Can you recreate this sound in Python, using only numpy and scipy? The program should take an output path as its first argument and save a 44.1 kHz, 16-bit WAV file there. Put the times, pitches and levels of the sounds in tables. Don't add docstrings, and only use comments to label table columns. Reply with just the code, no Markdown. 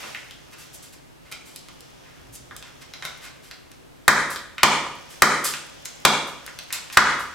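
import sys
import numpy as np
from scipy import signal
from scipy.fft import rfft, irfft
from scipy.io import wavfile
from scipy.ndimage import uniform_filter1d

SR = 44100
rng = np.random.default_rng(int(sys.argv[2]) if len(sys.argv) > 2 else 0)


def pcm_store(signal):
    levels = np.round(np.clip(np.atleast_2d(signal), -1, 1) * 32767)
    wavfile.write(sys.argv[1], SR, levels.astype(np.int16).T)


N = 323694
TIME = np.arange(N) / SR


def from_db(db):
    return 10 ** (np.asarray(db) / 20)


def rms_one(x):
    return x / np.sqrt(np.mean(x ** 2) + 1e-20)


def at_hz(points, hz, axis=1):
    table = np.array(points)
    return np.interp(np.log(np.maximum(hz, 1)), np.log(table[:, 0]), table[:, axis])


def band(x, low_hz, high_hz, order=2):
    edges_hz = [low_hz, min(high_hz, SR / 2 - 500)]
    return signal.sosfilt(signal.butter(order, edges_hz, "band", fs=SR, output="sos"), x + 1e-18)


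def add(track, s, sound):
    start = max(int(s * SR), 0)
    track[start:start + len(sound)] += sound[:N - start]


# body level/dB, clack level/dB, low ring level/dB, high ring level/dB, floor thud level/dB;
# crack top f/Hz, falling chips level/dB (not relative to the knock)
HARD_BLOWS = [(4.0794, 4.7, 3, 1, -8.5, -4, -26.5, 11700, -42),
              (4.6315, 7.8, 0, -14, -2.5, 1, -32, 7800, -71),
              (5.2204, 6.2, 2.5, -4, -8, -6, -32, 10400, -29.5),
              (6.0504, 5.4, 4, -11, -3, 6.5, -30, 8800, -53.5),
              (6.971, 8.1, 1, -1.5, -7, -5, -25.5, 6500, -49)]
# body level/dB, clack level/dB, low ring level/dB, high ring level/dB
GENTLE_BUMPS = [(0.03, -28.5, 5, -16, 4, 3), (0.039, -26, 3, -13, 1, -1), (0.1478, -34, -8, 7, 17, 8),
                (2.5100, -31, 5, 1.5, -10, 3), (3.052, -33.5, -15, -1, 14, 21),
                (4.5810, -25.5, -12, -2, 10, 10.5), (6.4770, -34.5, -10, 8.5, 5, -10)]
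CRACK_DB = -8.5


def blows(crack_s=.0027, crack_low_hz=2100, thud_hz=75, thud_s=.007):
    t = TIME[:SR // 10]
    thud = np.sin(2 * np.pi * thud_hz * t) * np.exp(-t / thud_s)
    knocks = np.zeros(N)
    for s, knock_db, *place_db, thud_db, crack_top_hz, _ in HARD_BLOWS:
        knock_and_thud = knock(*place_db) + from_db(thud_db) * thud
        add(knocks, s, from_db(knock_db) * knock_and_thud)
        crack = band(crackle(crack_s), crack_low_hz, crack_top_hz, order=1)
        add(knocks, s, from_db(knock_db + CRACK_DB) * crack)
    for s, knock_db, *place_db in GENTLE_BUMPS:
        add(knocks, s, from_db(knock_db) * knock(*place_db))
    return band(knocks, 55, 20000)


RING_RANGES = [450, 1100, 1750, 2500, 3700]
# f/Hz, least width/Hz, level/dB
STONE_RESONANCES = [(152, 118, -24), (283, 177, -14.5), (492, 192, -14), (877, 194, -8), (965, 93.6, -8.5),
                    (1208, 141, -1.5), (1471, 163, -0.5), (1657, 129, 0), (1933, 262, 2.5), (2237, 59, 0.5),
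                    (2712, 950, 9), (3170, 1380, 9), (3590, 290, -4), (4270, 1500, -33.5), (4740, 520, -72)]
HIGHEST_Q = 11


def knock(body_db, clack_db, low_ring_db, high_ring_db, crush_s=0.0014, crush_gain=.018):
    t = TIME[:SR // 10]
    ranges_db = [body_db, 0, clack_db, low_ring_db, high_ring_db]
    stones = 0
    for k, (hz, width, mode_db) in enumerate(STONE_RESONANCES):
        place_db = np.interp(np.log(hz), np.log(RING_RANGES), ranges_db)
        decay = np.exp(-np.pi * max(width, hz / HIGHEST_Q) * t)
        ring = decay * np.cos(2 * np.pi * hz * t)
        stones = stones + (-1) ** k * from_db(mode_db + place_db) * ring
    force = crush_gain * crackle(crush_s)
    force[0] = 1
    return signal.fftconvolve(stones, force)[:len(t)]


def crackle(decay_s, order=6, count=25, size=2048):
    gate = np.exp(-(TIME[:size] / max(2 * decay_s, 4e-4)) ** order)
    burst = rng.standard_normal(size) * gate
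    for _ in range(count):
        phase = np.angle(rfft(burst))
        burst = irfft(np.exp(1j * phase), size) * gate
    return burst * np.linalg.norm(gate) / np.linalg.norm(burst)


# t/s, click level/dB, tilt towards the treble/dB, chip pitch f/Hz
LIGHT_TAPS = [(0.3096, -41, 3, 3240), (1.3239, -33.5, 4, 2340), (1.5608, -37, 10, 10000),
              (1.6853, -41.5, 0, 1210), (1.8063, -47, 11, 3980), (2.5646, -41.5, 14, 4020),
              (2.6254, -39.5, -1.5, 3450), (2.937, -35, -2, 3950), (3.024, -33.5, -9, 3800),
              (3.0511, -29, 3, 1430), (3.512, -36, -1.5, 3930), (3.716, -46.5, 6.5, 2280),
              (4.36, -28.5, -1, 1940), (4.582, -35, -4, 1480), (5.5376, -27, -5.5, 3340),
              (5.8557, -31, 5.5, 7100), (6.4638, -38, 9.5, 1490), (6.5887, -31.5, 2.5, 4200),
              (6.7049, -38.5, -8.5, 2280), (6.7269, -29, 12, 8360), (6.9003, -40.5, -10.5, 2060)]
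TAP_DECAY_S, TAP_EDGES_DB = .0017, -5
CHIP_RING_DB, CHIP_RING_HZ = 10, 2980


def taps(ring_cycles=2.2):
    t = TIME[:SR // 20]
    forces, rings = np.zeros((3, N)), np.zeros(N)
    for s, click_db, tilt_db, chip_hz in LIGHT_TAPS:
        for force, gain in zip(forces, tilted(click_db, tilt_db, TAP_EDGES_DB)):
            add(force, s, gain * crackle(TAP_DECAY_S, order=2))
        decay = np.exp(-t * chip_hz / ring_cycles)
        ring = np.sqrt(chip_hz / CHIP_RING_HZ) * np.sin(2 * np.pi * chip_hz * t) * decay
        add(rings, s, from_db(click_db + CHIP_RING_DB) * ring)
    return grit_colour(forces) + rings


# t/s, swell/s, decay/s, level/dB, tilt
# towards the treble/dB
GRIT_SCRAPES = [(0.001, .002, 0.16, -48, -0.5), (0.516, 0.023, 0.0059, -48.5, -3),
                (0.57, 0.03, 0.045, -50, 3), (0.725, 0.023, .016, -53.5, 11.5),
                (0.823, 0.0045, 0.036, -51, 6), (0.92, .014, 0.014, -53, 3), (1.245, 0.017, .03, -59, -5),
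                (1.313, 0.0028, 0.011, -41.5, 1), (1.45, 0.016, .08, -56, 5.5),
                (2.03, .01, 0.14, -64.5, -9), (2.319, 0.041, 0.0061, -52.5, 13),
                (2.63, 0.037, .03, -58, -6), (2.804, 0.019, 0.0093, -49, -1.5),
                (3.03, 0.027, 0.016, -45.5, 2), (3.20, 0.051, 0.026, -46, -1.5),
                (3.42, 0.025, 0.05, -54.5, 1.5), (5.09, .017, 0.062, -52.5, 4.5),
                (5.849, 0.0037, 0.013, -44.5, 6), (6.723, 0.0048, 0.023, -31.5, 3),
                (6.923, .004, 0.017, -37, 1.5)]
CHIP_FLIGHT_S, CHIP_SWELL_S, CHIP_DECAY_S, CHIP_TILT_DB = 0.2186, 0.0067, 0.037, 7.5


def scrapes(per_s=9000, spread_db=2.5):
    t = TIME[:SR // 2]
    landings = [(s + CHIP_FLIGHT_S, CHIP_SWELL_S, CHIP_DECAY_S, chips_db, CHIP_TILT_DB)
                for s, *_, chips_db in HARD_BLOWS]
    envelopes = np.zeros((3, N))
    for s, swell_s, decay_s, level_db, tilt_db in list(GRIT_SCRAPES) + landings:
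        shape = np.minimum(t / swell_s, 1) * np.exp(-np.maximum(t - swell_s, 0) / decay_s)
        for envelope, gain in zip(envelopes, tilted(level_db, tilt_db)):
            add(envelope, s, gain * shape)
    return grit_colour([envelope * grains(per_s, spread_db) for envelope in envelopes])


def grains(per_s, spread_db):
    sizes = from_db(spread_db * np.minimum(rng.exponential(1, N), 4))
    signs = rng.choice([-1, 1], N)
    happens = rng.random(N) < per_s / SR
    return rms_one(sizes * signs * happens)


def tilted(db, tilt_db, edges_db=0):
    return from_db(db + np.array([edges_db - tilt_db, 0, edges_db + tilt_db]))


GRIT_EDGES = [1100, 2500, 5800, 13000]


def grit_colour(forces):
    coloured = 0
    for force, low, high in zip(forces, GRIT_EDGES, GRIT_EDGES[1:]):
        coloured = coloured + band(force, low, high) * np.sqrt(SR / 2 / (high - low))
    return coloured


# t/s, level/dB
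MOTION = [(0.0, -38), (0.09, -37.5), (0.34, -51.5), (0.81, -48), (0.97, -64), (1.29, -70), (1.45, -52.5),
          (1.89, -49.5), (2.37, -53.5), (2.97, -48), (3.1, -42), (3.8, -74)]
# f/Hz, relative level per Hz/dB
CLOTH_COLOUR = [(290, -33), (500, 6), (750, 3.5), (2070, 0), (3490, 4), (3750, -3), (5800, 1.5),
                (16000, -33.5)]
# f/Hz, level/dB
BACKGROUND_WIDTH = [(60, 2), (110, 3), (200, 5), (380, 6), (700, 4), (1290, 1), (2380, 0), (4400, -2),
                    (8120, -3), (15000, -1)]
# f/Hz, width/Hz, level/dB
FLOOR_RESONANCES = [(64, 43, -6), (124, 8, -7.5), (273.6, 10, -12)]
EVEN_RUSTLE_S, EVEN_RUSTLE_DB = 4.7, -44
SHIFT_S, SHIFT_DB, SHIFT_RISE_DB_PER_S, SHIFT_FALL_DB_PER_S = 2.29, -46, 90, 30


def handling(cloth_db=-4, crumbs_db=-17):
    moving_db = np.interp(TIME, *np.transpose(MOTION))
    motion = from_db(np.where(TIME < EVEN_RUSTLE_S, moving_db, EVEN_RUSTLE_DB))
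    cloth = from_db(cloth_db) * rms_one(diffuse(CLOTH_COLOUR, N, BACKGROUND_WIDTH))
    crumbs = rms_one(band(grains(per_s=300, spread_db=4.5), 2000, 11000, order=1))
    boom = 0
    for hz, width, db in FLOOR_RESONANCES:
        rumble = band(rng.standard_normal(N), hz - width / 2, hz + width / 2, order=1)
        boom = boom + rms_one(rumble) * from_db(db)
    rise_db = (SHIFT_S - TIME) * SHIFT_RISE_DB_PER_S
    fall_db = (TIME - SHIFT_S) * SHIFT_FALL_DB_PER_S
    shift_db = SHIFT_DB - np.maximum(rise_db, fall_db)
    return motion * (cloth + from_db(crumbs_db) * crumbs) + from_db(shift_db) * boom


def diffuse(spectrum, size, width):
    hz = np.arange(size // 2 + 1) * SR / size
    mid, side = rfft(rng.standard_normal((2, size))) * from_db(at_hz(spectrum, hz))
    side = side * from_db(at_hz(width, hz))
    return irfft(np.array([mid + side, mid - side]), size)


# f/Hz, level/dB, t60/s
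ECHO = [(49.6, -8, 2.2), (127, -1, 0.29), (270, 0.5, 0.82), (590, 4.5, 0.64), (1140, 0.5, 0.64),
        (3220, -1, 0.66), (8000, -5.5, 0.49), (10800, -14.5, 0.69), (15900, -12.5, 0.19)]
# f/Hz, level/dB, t60/s
STANDING_WAVES = [(58.1, -73, 2.1), (152.3, -49.5, 0.75), (212, -46.5, 0.52), (269.8, -51, 0.4),
                  (556.6, -54, 0.88)]
# f/Hz, level/dB
ECHO_WIDTH = [(50, -6), (150, -11), (450, -15), (1300, -10), (2500, -6), (5000, -3), (14000, 0)]


def workshop(dry, early_db=-4, early_t60=0.11, late_db=0, first_echo_s=0.0018, build_s=0.0062):
    t = TIME[:SR * 3 // 2]
    hz = np.arange(len(t) // 2 + 1) * SR / len(t)
    noise = rfft(diffuse(ECHO, len(t), ECHO_WIDTH))
    arrived = np.maximum(t - first_echo_s, 0)
    early = from_db(-60 * t / early_t60) * (arrived > 0)
    early = from_db(early_db) * early / np.linalg.norm(early)
    centres = np.geomspace(50, 16000, 12)
    response = 0
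    for centre, share in zip(centres, np.eye(len(centres))):
        late = from_db(-60 * t / at_hz(ECHO, centre, axis=2)) * (1 - np.exp(-arrived / build_s))
        late = from_db(late_db) * late / np.linalg.norm(late)
        part = irfft(noise * at_hz(np.column_stack([centres, share]), hz), len(t))
        response = response + part * (early + late)
    for mode_hz, mode_db, t60 in STANDING_WAVES:
        response = response + from_db(mode_db - 60 * t / t60) * np.sin(2 * np.pi * mode_hz * t)
    return signal.fftconvolve(dry[None], response, axes=1)[:, :N]


# f/Hz, relative level per Hz/dB
AIR_COLOUR = [(15, -14), (25, -51), (43, -3), (102, -9), (137, -3), (223, -13.5), (242, -7.5), (373, -10.5),
              (405, -11.5), (754, -15), (962, -16), (2760, -21), (12200, -31.5), (16000, -38)]


def room_air(level_db=-48.5):
    return from_db(level_db) * rms_one(diffuse(AIR_COLOUR, N, BACKGROUND_WIDTH))


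def scene(direct_db=-1.0, right_lag_s=1.2e-5):
    stones = blows() + taps() + scrapes()
    hz = np.arange(N // 2 + 1) * SR / N
    right = irfft(rfft(stones) * np.exp(-2j * np.pi * hz * right_lag_s), N)
    direct = from_db(direct_db) * np.array([stones, right])
    return direct + workshop(stones) + handling() + room_air()


def gain_control(x, threshold_db, slope, attack_s, release_db_per_s):
    power = uniform_filter1d(np.mean(x ** 2, axis=0), size=256, origin=127)
    level_db = 10 * np.log10(np.maximum(power, 1e-12))
    excess = min(slope, 1) * np.maximum(level_db - threshold_db, 0)
    held = np.maximum.accumulate(excess + release_db_per_s * TIME) - release_db_per_s * TIME
    pole = np.exp(-1 / (attack_s * SR))
    return x * from_db(-signal.lfilter([1 - pole], [1, -pole], held))


def record(dry):
    x = gain_control(dry, threshold_db=-12, slope=0.79, attack_s=0.0094, release_db_per_s=78)
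    clipped = x / (1 + (x / .86) ** 6) ** (1 / 6)
    top_cut = signal.ellip(10, .1, 80, 16000, fs=SR, output="sos")
    return signal.sosfilt(top_cut, clipped)


dry = scene()
out = record(dry)
pcm_store(out)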